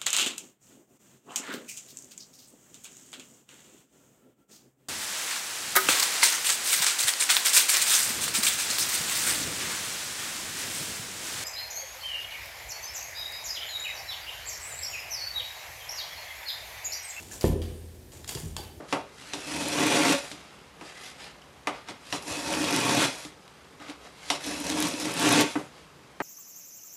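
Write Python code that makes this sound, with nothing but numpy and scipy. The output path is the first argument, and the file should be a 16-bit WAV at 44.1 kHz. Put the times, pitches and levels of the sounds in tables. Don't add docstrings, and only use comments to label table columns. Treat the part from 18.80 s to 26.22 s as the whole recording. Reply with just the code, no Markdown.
import sys
import numpy as np
from scipy import signal
from scipy.fft import rfft, irfft, next_fast_len
from scipy.io import wavfile
from scipy.ndimage import uniform_filter1d, map_coordinates

SR = 44100
rng = np.random.default_rng(int(sys.argv[2]) if len(sys.argv) > 2 else 0)


def volts_from_db(level):
    exponent = np.asarray(level, float) / 20
    return 10 ** exponent


def transcribe(u):
    v = np.clip(np.atleast_2d(u).T, -1, 1)
    q = np.round(v * 32767).astype(np.int16)
    wavfile.write(sys.argv[1], SR, q)


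N = 327222

# (frequency [Hz], level [dB per Hz])
AIR_COLOUR = [(12, -52), (20, -34), (64, 0), (106, -8), (141, 0.5), (290, -13), (429, -9.5), (616, -12.5),
              (1050, -6.5), (1170, -9), (1380, -10.5), (1630, -12), (11500, -29.5), (15600, -48)]
# (frequency [Hz], level [dB rms])
HUM_LINES = [(58, -76), (11219, -86), (11816, -84)]
# (frequency [Hz], time to fall 60 dB [s])
SHOP_T60 = [(150, 0.17), (600, 0.23), (1200, 0.32), (4000, 0.32), (12000, 0.06)]

# (time [s], peak level [dB], frequency [Hz], rise [s], time to fall 60 dB [s])
BODY_BUMPS = [(3.5, -32, 94, 0.0066, 0.15), (2.2, -56, 72, 0.006, 0.14), (0.66, -41, 145, 0.006, 0.12),
              (1.335, -18, 562, 0.0085, 0.1), (3.71, -23, 562, 0.0097, 0.078),
              (6.138, -21, 296, 0.0032, 0.038), (1.3, -33, 254, 0.006, 0.079),
              (0.00048, -31.5, 310, 0.0067, 0.061), (0.47, -52, 291, 0.011, 0.097),
              (1.513, -50, 790, 0.011, 0.15), (2.015, -31, 301, 0.0083, 0.039),
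              (2.6, -55, 460, 0.011, 0.091), (4.452, -53, 294, 0.011, 0.11),
              (5.087, -28.5, 292, 0.013, 0.076), (6.758, -17.5, 295, 0.0051, 0.052),
              (6.795, -34, 760, 0.0088, 0.053)]

# (time [s], effort [dB], downward pressure [dB])
PUSH_PATHS = [
    [(0.6, -47, -6), (0.64, -45.5, -8), (0.72, -38, 0.5), (0.892, -36, 1.5), (1.02, -30.5, 2.5),
     (1.206, -28, -3), (1.33, -26, -1), (1.406, -45.5, -5), (1.495, -48.5, -8)],
    [(3.42, -51, -21), (3.454, -47, -3), (3.488, -36, 0.5), (3.626, -40, 1), (3.68, -34.5, 0.8),
     (4.126, -30.5, 1.5), (4.242, -27, -2.5), (4.318, -44, -1.5), (4.45, -46, -18)],
    [(5.602, -49, -22), (5.672, -38.5, 0), (5.818, -42, 4), (5.912, -33, 1), (5.96, -38, 5),
     (6.022, -32, 0.2), (6.164, -43, 3), (6.196, -42, 0), (6.3, -34.5, 6)],
    [(6.345, -37.5, 0), (6.438, -28, -0.7), (6.616, -25, 0.5), (6.644, -39.5, 13.5), (6.73, -45, -20),
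     (6.85, -57, 2)],
]
# (loudest time [s], rise [s], fall [s], level [dB],
# weight [dB])
SLIDE_MOVES = [(0.002, 0.02, 0.086, -64, 25), (0.118, 0.049, 0.12, -45, -12), (0.4, 0.066, 0.28, -56, -16),
               (0.541, 0.25, 0.16, -46, -10.5), (1.55, 0.18, 0.14, -50.5, -8), (1.68, 0.13, 0.2, -55.5, -4),
               (2.07, 0.09, 0.13, -47.5, -7.5), (2.18, 0.052, 0.11, -49.5, -9),
               (2.27, 0.1, 0.089, -47, -13.5), (2.43, 0.086, 0.11, -45, -7), (2.97, 0.1, 0.075, -49.5, 2),
               (3.1, 0.038, 0.025, -41.5, 0.5), (3.31, 0.13, 0.05, -49.5, -12),
               (3.36, 0.067, 0.044, -39, -14), (4.75, 0.24, 0.14, -64, -7), (5.015, 0.027, 0.12, -48, -1),
               (5.09, 0.038, 0.077, -45.5, -3), (5.264, 0.09, 0.044, -50.5, -2),
               (5.49, 0.18, 0.091, -47, -11), (5.56, 0.11, 0.023, -37.5, -6), (6.8, 0.05, 0.03, -48, 10),
               (7.0, 0.22, 0.077, -57, -4)]
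# (offset [dB], growth with effort [dB/dB], share of pressure [dB/dB])
PUSH_MIX = [
    (-0.93, 1.31, 0.95),
    (-2, 1.02, 0.18),
    (-0.02, 1.01, 0.0097),
    (-6.5, 0.7, 0.011),
]
# (offset [dB], share of weight [dB/dB])
SLIDE_MIX = [
    (-14, 1.32),
    (-1.5, 0.74),
    (-0.94, -0.14),
    (-18, -0.87),
]
REST_LEVELS = [-59, -66.5, -61, -72]
# (time [s], surge, negative when easing [dB],
# dies in [s])
GRAIN_CATCHES = [(.7, 1, .04), (.804, 0.5, 0.045), (.868, 1, 0.034), (.95, 0, 0.024), (.975, 1, 0.037),
                 (1.0, 1.5, .04), (1.15, 2.5, .03), (1.25, 2, 0.025), (1.285, 1.5, .03), (3.51, 2.5, .03),
                 (3.721, 3, .03), (3.82, 1.5, .03), (3.929, 1, 0.032), (4.05, 2.5, .03), (4.2, 1, .03),
                 (5.644, -0.5, 0.015), (5.666, 2.5, 0.041), (5.793, -0.5, .03), (5.841, 3.5, 0.017),
                 (5.867, 3, 0.015), (5.895, 2.5, 0.03), (5.97, 1.5, 0.018), (6.021, 1.5, 0.028),
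                 (6.068, 4, 0.026), (6.198, 8, 0.013), (6.25, 1.5, 0.017), (6.267, -4, .02),
                 (6.345, 1.5, 0.02), (6.39, 1, 0.025), (6.448, 2, 0.044), (6.53, 1, .03),
                 (6.606, 2.5, 0.014)]
# (frequency [Hz], level [dB per Hz])
CUT_COLOUR = [(29, -62.5), (95, -31), (140, -5), (217, -5.5), (296, 0.5), (350, -5), (609, -9.5),
              (894, -12), (984, -11.5), (1110, -22), (2450, -10), (10100, -19), (15600, -38.5)]
# (frequency [Hz], width [Hz], level [dB])
CUT_MODES = [(305.5, 11, 10), (713, 20, 4.5), (908.6, 35, 7), (1127, 66, 3), (1350, 130, -4.5),
             (1540, 18, -4), (2440, 200, -14), (3370, 42, -15), (3410, 53, -8.5), (3760, 64, -9.5),
             (4900, 40, -21), (5800, 160, -16), (6300, 110, -24), (560.7, 11.4, 2)]
# (frequency [Hz], level [dB per Hz])
LIGHT_COLOUR = [(29, -57), (50, -6), (289, -2), (405, -10), (566, -3), (1280, -12.5), (2570, -14),
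                (5830, -22), (10400, -19), (15600, -44)]
# (frequency [Hz], width [Hz], level [dB])
LIGHT_MODES = [(299, 26, 9), (945.5, 9.1, 7.5), (1990, 27, -19), (2610, 160, -8), (3470, 95, -8),
               (4040, 130, -8), (4550, 1600, -13.5), (5180, 98, -9), (5720, 480, -12.5), (6830, 54, -9),
               (560, 8, -10), (8600, 30, -31.5)]
# (frequency [Hz], level [dB per Hz])
SLIDE_COLOUR = [(59, -41), (100, -4), (670, 3.5), (777, 3), (980, -3.5), (2140, -9), (11500, -23.5),
                (13000, -44)]
# (frequency [Hz], width [Hz], level [dB])
SLIDE_MODES = [(796, 95, 2), (1240, 120, 8), (2070, 26, -1.5), (2760, 60, -5.5), (3250, 200, -8),
               (3860, 300, -11.5), (4840, 250, -9), (5430, 64, -28), (6800, 77, -26)]

# (time [s], level [dB], [(frequency [Hz], width [Hz], level [dB])])
KNOCK_SPOTS = [(0.125, -21, [(689, 110, 6), (934, 33, 2), (1244, 48, -4), (1530, 45, -9), (1980, 24, -8),
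               (2370, 87, -13), (2750, 71, -12), (4110, 42, -20), (5400, 36, -15)]),
               (0.535, -49, [(275, 29, -9), (1200, 33, -10), (2530, 25, -8), (3390, 31, -6), (3880, 36, -8),
               (5130, 23, -13), (5790, 68, -12)]), (2.872, -22, [(668, 190, -2), (950, 18, -9),
               (1205, 24, 3), (1540, 28, -14), (2100, 32, -7), (2750, 35, -7), (2840, 31, -8),
               (3530, 41, -4), (4630, 29, -22), (5520, 100, -21)]), (3.325, -24, [(953, 29, -2),
               (1250, 35, -15), (1590, 48, -23), (1990, 18, -2), (2550, 59, -8), (3870, 28, -9),
               (5200, 91, -10), (5630, 31, -21)]), (5.503, -25, [(711, 39, -1), (910, 21, 10),
               (2080, 26, -2), (2540, 25, -4), (3240, 32, -24), (3870, 34, -10), (4470, 28, -12),
               (5110, 100, -11), (5600, 29, 3)]), (6.755, -28, [(899, 25, -7), (1323, 18, 0), (1520, 40, 8),
               (2230, 26, -6), (2520, 28, -12), (2970, 100, -16)]), (7.4033, -27, [(307, 120, -5),
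               (646, 170, 3), (1260, 130, -3), (1800, 94, -15), (2520, 120, -18), (3210, 140, -18)])]
# (time [s], peak level [dB], thud [dB], crack [dB], decay stretch [ratio])
SEATINGS = [(0.126, -7.5, -23, -4, 1.24), (0.535, -21, -15.5, 11, 1.3), (1.515, -31.5, -8.5, 14.5, 1.07),
            (2.011, -28, -12, -3, 0.76), (2.872, -10.5, -24.5, -2, 1.05), (3.086, -26.5, -30, 3, 1.4),
            (3.107, -34.5, -4, -11, 0.52), (3.326, -15, -20, 5.5, 1.5), (4.45, -36.5, -5.5, 15, 0.84),
            (5, -45, -4, -3, 1.9), (5.098, -29.5, -23, 6, 0.66), (5.502, -12.5, -23, 10.5, 1.26),
            (6.135, -38, -2, -5, 0.74), (6.293, -27, -8, -15, 0.93), (6.755, -13.5, -14.5, -15, 0.91),
            (7.4024, -9, -22.5, -16, 0.76)]
# (frequency [Hz], level [dB], time to fall 60 dB [s])
WOOD_MODES = [(292, 3.5, 0.29), (397, -8.5, 0.56), (578.4, -10, 0.5), (730, 3.5, 0.12), (917, 2, 0.18),
              (1282, 1, 0.11), (1590, -2, 0.094), (1810, -3, 0.1), (2012, -7, 0.21), (2400, -43.5, 0.061),
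              (2450, 1, 0.047), (2764, -35, 0.093), (3330, -66, .1), (3800, -2, 0.041), (5730, -0.5, 0.033)]
# (frequency [Hz], level [dB per Hz])
RATTLE_COLOUR = [(59, -51), (100, -12), (276, -9), (863, -7.5), (1210, -8), (1700, -18.5), (2760, -12.5),
                 (10000, -30.5), (15600, -52)]
# (frequency [Hz], time to fall 60 dB [s])
RATTLE_DECAY = [(150, 0.29), (700, 0.24), (1500, 0.19), (4000, 0.066), (12000, 0.16)]

# (time [s], peak level [dB], centre
# [Hz], width as share of centre [ratio])
SNAPS_AND_TICKS = [(0.8852, -20, 9090, 0.61), (1.326, -15, 6420, 1.5), (3.425, -32, 5780, 0.7),
                   (3.4825, -45, 6480, 0.7), (3.9265, -16.5, 5550, 0.51), (3.9633, -13.5, 5700, 0.88),
                   (4.249, -33, 6400, 0.61), (4.4374, -37, 5660, 0.49), (5.6445, -24.5, 3200, 0.88),
                   (5.665, -26, 9500, 0.7), (5.803, -26, 9460, 0.54), (5.868, -21.5, 6050, 0.44),
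                   (5.901, -17, 4500, 0.83), (6.0034, -11, 9500, 1), (6.0256, -12, 4470, 1.4),
                   (6.071, -22, 5700, 0.7), (6.2002, -18, 7050, 2.4), (6.3404, -25, 9500, .6),
                   (6.397, -22, 5660, 1.6), (6.528, -22, 10000, 1.1), (6.5744, -30.5, 5800, 0.7),
                   (6.6107, -9.5, 5760, 0.84),
                   (1.6134, -49, 3240, 0.3), (2.618, -47, 5000, 0.3), (2.6214, -47, 2950, 0.11),
              (4.6793, -36, 3100, 1.2), (3.739, -19, 2200, 0.5), (5.002, -40, 3000, 1.1),
              (6.811, -44, 10500, 0.44), (6.085, -24, 11000, 0.4), (6.172, -32, 9000, 0.7),
              (6.209, -30, 4400, .6), (6.139, -26, 3400, 1.1), (5.895, -23, 9000, .8),
              (6.216, -35, 5500, .5), (2.872, -20, 4000, 0.71), (5.5035, -27, 5800, 1),
              (4.452, -34, 7000, 1), (0.1285, -18.5, 2000, 1.2)]
# (time [s], peak
# level [dB])
SHAVING_CRACKLES = [(0.8292, -33), (0.8846, -22), (0.9484, -27), (0.9953, -26), (1.0672, -17),
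                    (1.1455, -26), (1.149, -27), (1.3047, -26), (1.3256, -20), (1.5022, -40), (1.5152, -38),
                    (2.8716, -36), (3.3255, -29), (3.4827, -34), (3.5096, -26), (3.5605, -40),
                    (3.6528, -29), (3.7291, -27), (3.7845, -30), (3.8199, -31), (3.8658, -33),
                    (3.8858, -25), (3.9092, -22), (3.9342, -26), (3.9636, -28), (3.9636, -18),
                    (4.0035, -20), (4.0225, -27), (4.0514, -24), (4.0723, -20.5), (4.0983, -27),
                    (4.1232, -22), (4.1507, -20), (4.227, -23), (4.4335, -41), (5.5011, -34), (5.5011, -27),
                    (5.6632, -26), (5.8024, -27), (5.8413, -34), (5.8678, -31), (5.8997, -27), (5.99, -31),
                    (6.003, -24), (6.0239, -23), (6.1995, -26), (6.2514, -31), (6.3197, -29), (6.3392, -28),
                    (6.3981, -19), (6.409, -18), (6.4265, -22), (6.4734, -20), (6.4909, -15), (6.5248, -13),
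                    (6.6096, -16)]

# (start [s], end [s], rocking over bench layer [dB], its drift [dB/s],
# iron singing over tearing layer [dB])
WHOLE_STROKES = [
    (0.584, 1.334, -18, -21, -2),
    (3.5, 4.275, -13.5, 10, -0.5),
    (5.62, 6.626, -15, 6, -10),
]
# (at stroke start [Hz], at stroke end [Hz])
ROCKING_HZ = (68.6, 134.5)
# (start [s], end [s], start pitch [Hz], end pitch [Hz], level [dB])
SOLE_SQUEAKS = [(2.1, 2.07, 1800, 1800, -60), (2.17, 2.28, 2000, 2090, -52), (2.16, 2.22, 1600, 1750, -59),
                (2.4, 2.49, 1780, 1780, -61), (.6, 0.62, 2650, 2200, -56)]

# (frequency [Hz], level [dB])
MIC_LOSS = [(40, -18), (110, -5), (9000, -6.5), (12000, -9), (14500, -19), (16000, -30)]
# (frequency [Hz], level [dB])
TREBLE_FALL = [(20, -1.5), (14000, -2), (15050, -5), (15150, -22), (15750, -26)]
# (frequency [Hz], level [dB per Hz])
HISS_COLOUR = [(6000, -30), (11000, -29), (14000, 13), (15500, 4), (15570, -70)]

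FULL_EFFORT_DB = -35


def unit(x):
    return x / np.sqrt(np.mean(x ** 2) + 1e-20)


def along(points, hz):
    f, v = np.transpose(points)
    return np.interp(np.log(hz + 1), np.log(f + 1), v)


def wobble(rate):
    knots = rng.standard_normal(int(N * 600 / SR))
    return map_coordinates(knots, [np.arange(N) * rate / SR])


def filtered(x, response):
    m = next_fast_len(len(x) + SR // 2)
    return irfft(rfft(x, m) * response(np.fft.rfftfreq(m, 1 / SR)), m)[:len(x)]


def dying(t60s):
    hz, t, z = signal.stft(rng.standard_normal(SR // 2), SR, nperseg=128)
    fade = volts_from_db(-60 * t / t60s(hz)[:, None])
    tail = signal.istft(z * fade, SR, nperseg=128)[1][:SR // 2]
    return tail / np.linalg.norm(tail)


def resonance(hz, centre_hz, width_hz):
    return 1j * hz * width_hz / (centre_hz ** 2 - hz * hz + 1j * hz * width_hz)


def moving_mode(s, hz, db, width_hz):
    t = np.arange(N) / SR
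    turn = 2 * np.pi * np.cumsum(np.interp(t, s, hz)) / SR
    shake = wobble(width_hz) * np.cos(turn) + wobble(width_hz) * np.sin(turn)
    times, levels = [s[0] - 0.06, *s, s[-1] + 0.037], [-80, *db, -80]
    return shake * volts_from_db(np.interp(t, times, levels, -150, -150))


def room_tone():
    t = np.arange(N) / SR
    air = unit(filtered(rng.standard_normal(N), lambda hz: volts_from_db(along(AIR_COLOUR, hz))))
    lines = 0
    for hz, db in HUM_LINES:
        tone = np.sin(2 * np.pi * hz * t + 1.3 * wobble(9.4))
        lines = lines + np.sqrt(2) * volts_from_db(db + 1.9 * wobble(11)) * tone
    return volts_from_db(-53.5 + 0.62 * wobble(4.02)) * air + lines


def bumps():
    out, t = np.zeros(N + SR), np.arange(SR // 2) / SR
    for s, db, hz, rise, t60 in BODY_BUMPS:
        swell = (1 - np.exp(-t / rise)) ** 2 * volts_from_db(-60 * t / t60)
        out[round(s * SR):][:len(t)] += volts_from_db(db) * swell / swell.max() * np.sin(2 * np.pi * hz * t)
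    return out[:N]


def motion():
    t = np.arange(N) / SR
    power = volts_from_db(2 * np.array(REST_LEVELS))[:, None] * np.ones(N)
    offset, growth, share = np.transpose(PUSH_MIX)[..., None]
    for s, effort, pressure in map(np.transpose, PUSH_PATHS):
        outside = np.maximum(np.maximum(s[0] - t, t - s[-1]), 0)
        fade = 247 * outside
        extra = np.interp(t, s, effort) - FULL_EFFORT_DB
        db = FULL_EFFORT_DB + offset + growth * extra + share * np.interp(t, s, pressure)
        power = np.maximum(power, volts_from_db(2 * (db - fade)))
    offset, share = np.transpose(SLIDE_MIX)[..., None]
    for s, rise, fall, db, weight in SLIDE_MOVES:
        away = np.abs(t - s) / np.where(t < s, rise, fall)
        shape = volts_from_db(-40 * away ** 1.87)
        power = power + volts_from_db(2 * (db + offset + share * weight)) * shape
    return 10 * np.log10(power)


def fibres(per_s, spread_db, rub):
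    happens = rng.random(N) < per_s / SR
    size = np.minimum(rng.exponential(size=N), 5.5)
    sign = np.sign(rng.standard_normal(N))
    return unit(happens * sign * volts_from_db(spread_db * size)) + rub * rng.standard_normal(N)


def patchy(x, depth_db):
    hz, _, z = signal.stft(x, SR, nperseg=512)
    field = uniform_filter1d(rng.standard_normal(z.shape), size=4, axis=0)
    field = uniform_filter1d(field, size=9, axis=1)
    depth = depth_db * np.clip(hz / 1000, 0, 1)[:, None]
    return signal.istft(z * volts_from_db(depth * unit(field)), SR, nperseg=512)[1][:N]


def catches():
    t = np.arange(N) / SR
    surge = sum(db * (t >= s) * np.exp(-np.maximum(t - s, 0) / dies) for s, db, dies in GRAIN_CATCHES)
    return volts_from_db(surge)


def resonant(hz, colour, modes, lift_db):
    rings = sum(volts_from_db(db - along(colour, c) + lift_db) * resonance(hz, c, w) for c, w, db in modes)
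    return volts_from_db(along(colour, hz)) * (1 + rings)


def band(hz, lo_hz, hi_hz):
    return np.sqrt(1 / (1 + (lo_hz / (hz + 1)) ** 8) / (1 + (hz / hi_hz) ** 8))


def plane(levels):
    force = fibres(per_s=5000, spread_db=2.5, rub=1.04) * volts_from_db(0.49 * wobble(14) + 0.49 * wobble(70))
    force = force + 0.2 * fibres(per_s=400, spread_db=2.0, rub=0)
    force = patchy(force * volts_from_db(1.3 * wobble(220)), depth_db=1.6)
    force = force * catches()
    heavy = filtered(force, lambda hz: resonant(hz, CUT_COLOUR, CUT_MODES, lift_db=-4.5))
    light = filtered(force, lambda hz: resonant(hz, LIGHT_COLOUR, LIGHT_MODES, lift_db=-4.5))
    slide = filtered(force, lambda hz: resonant(hz, SLIDE_COLOUR, SLIDE_MODES, lift_db=-11.0))
    press = np.clip((levels[0] + 40.5) / 9, 0, 1)
    idle = np.clip((-44.0 - levels[2]) / 3, 0, 1)
    out = 0
    bands_hz = [(125, 450), (450, 1800), (1800, 7000), (7000, 20000)]
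    for (lo, hi), db in zip(bands_hz, levels):
        a, b, c = (unit(filtered(x, lambda hz: band(hz, lo, hi))) for x in (heavy, light, slide))
        cutting = press * a + (1 - press) * b
        out = out + (idle * c + (1 - idle) * cutting) * volts_from_db(db)
    return out


def favoured():
    out, t = np.zeros(N + SR), np.arange(SR // 4) / SR
    for s, db, modes in KNOCK_SPOTS:
        for hz, width_hz, level in modes:
            swell = np.exp(-1.1 * np.pi * width_hz * t) * (1 - np.exp(-t * hz / 1.2))
            out[round(s * SR):][:len(t)] += volts_from_db(db + level) * swell * np.sin(2 * np.pi * hz * t)
    return out[:N]


def knocks():
    out, t = np.zeros(N + SR), np.arange(SR // 2) / SR
    for s, db, thud_db, crack_db, stretch in SEATINGS:
        balance = [(300, thud_db + 19.5), (500, 0), (2200, 0), (3500, crack_db + 2.5)]  # (Hz, dB)
        tilt = lambda hz: volts_from_db(along(balance, hz))
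        ring = 0
        for hz, level, t60 in WOOD_MODES:
            louder, sharper, phase = rng.standard_normal(3)
            decay = volts_from_db(level + 0.72 * louder - 60 * t / (0.52 * t60 * stretch))
            tone = np.sin(2 * np.pi * (hz * (1 + 0.0081 * sharper) * t + phase))
            ring = ring + tilt(hz) * decay * (1 - np.exp(-t * hz)) * tone
        click_hz = 2400 * (1 + 0.1 * rng.standard_normal())
        click = 3.2 * volts_from_db(0.4 * crack_db + min(crack_db + 8, 0) - 60 * t / 0.007)
        click = click * np.sin(2 * np.pi * click_hz * t)
        crack = 4 * volts_from_db(0.74 * crack_db - 60 * t / 0.0036) * rng.standard_normal(len(t))
        crack = filtered(crack, lambda hz: 1 / (1 + 1j * hz / 5500) ** 2)
        rattle = dying(lambda hz: stretch * along(RATTLE_DECAY, hz))
        rattle = filtered(rattle, lambda hz: tilt(hz) * volts_from_db(along(RATTLE_COLOUR, hz)))
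        rattle = volts_from_db(45.5) * rattle * (1 - np.exp(-t / 0.00046))
        blow = volts_from_db(-4.5) * ring + 0.93 * click + crack + rattle
        out[round(s * SR):][:len(t)] += volts_from_db(db - 8.0) * blow
    return out[:N]


def snaps():
    out, t = np.zeros(N + SR), np.arange(SR // 20) / SR
    crackles = [(s, db - 0.5, 10300, 0.43) for s, db in SHAVING_CRACKLES]
    for s, db, centre_hz, width in SNAPS_AND_TICKS + crackles:
        burst = (t == 0) + 0.45 * volts_from_db(-60 * t / 0.004) * rng.standard_normal(len(t))
        burst = filtered(burst, lambda hz: resonance(hz, centre_hz, width * centre_hz) ** 1.6)
        out[round(s * SR):][:len(t)] += volts_from_db(db + 10.5) * burst / np.abs(burst).max()
    return out[:N]


def sway(levels):
    out = 0
    for start, end, rock_db, drift, sing_db in WHOLE_STROKES:
        s = np.linspace(start, end, num=60)
        here = np.int_(s * SR)
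        bench_db = levels[0][here] + rock_db + drift * (s - (start + end) / 2)
        out = out + moving_mode(s, np.interp(s, [start, end], ROCKING_HZ), bench_db, width_hz=43)
        extra = levels[2][here] - FULL_EFFORT_DB
        iron_hz = 2530 - 13 * extra
        iron_db = FULL_EFFORT_DB + 0.35 * extra + sing_db - 7.0
        out = out + moving_mode(s, iron_hz, iron_db, width_hz=95)
    return out


def squeaks():
    return sum(moving_mode([a, b], [lo, hi], [db, db], width_hz=130) for a, b, lo, hi, db in SOLE_SQUEAKS)


def shop(x):
    tail = rfft(dying(lambda hz: along(SHOP_T60, hz)))
    power = np.abs(tail) ** 2
    even = tail * np.sqrt(uniform_filter1d(power, size=300) / uniform_filter1d(power, size=16))
    return signal.fftconvolve(np.pad(x, (300, 0)), irfft(even)[:SR // 3])[:N]


def scene():
    levels = motion()
    cut = plane(levels) + sway(levels) + squeaks()
    hits = knocks() + snaps() + bumps() + favoured()
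    hits = filtered(hits, lambda hz: volts_from_db(along(MIC_LOSS, hz)))
    echo = shop(volts_from_db(-9.5) * cut + volts_from_db(-11.5) * hits)
    return (cut + hits + echo + room_tone())[None]


def roll_off(x):
    return signal.sosfilt(signal.butter(12, 15760, fs=SR, output="sos"), x)


def record(dry):
    hiss = unit(filtered(rng.standard_normal(N), lambda hz: volts_from_db(along(HISS_COLOUR, hz))))
    heard = filtered(dry[0], lambda hz: volts_from_db(along(TREBLE_FALL, hz)))
    mix = heard + volts_from_db(-84) * hiss
    return roll_off(mix[None])


dry = scene()
out = record(dry)
transcribe(out)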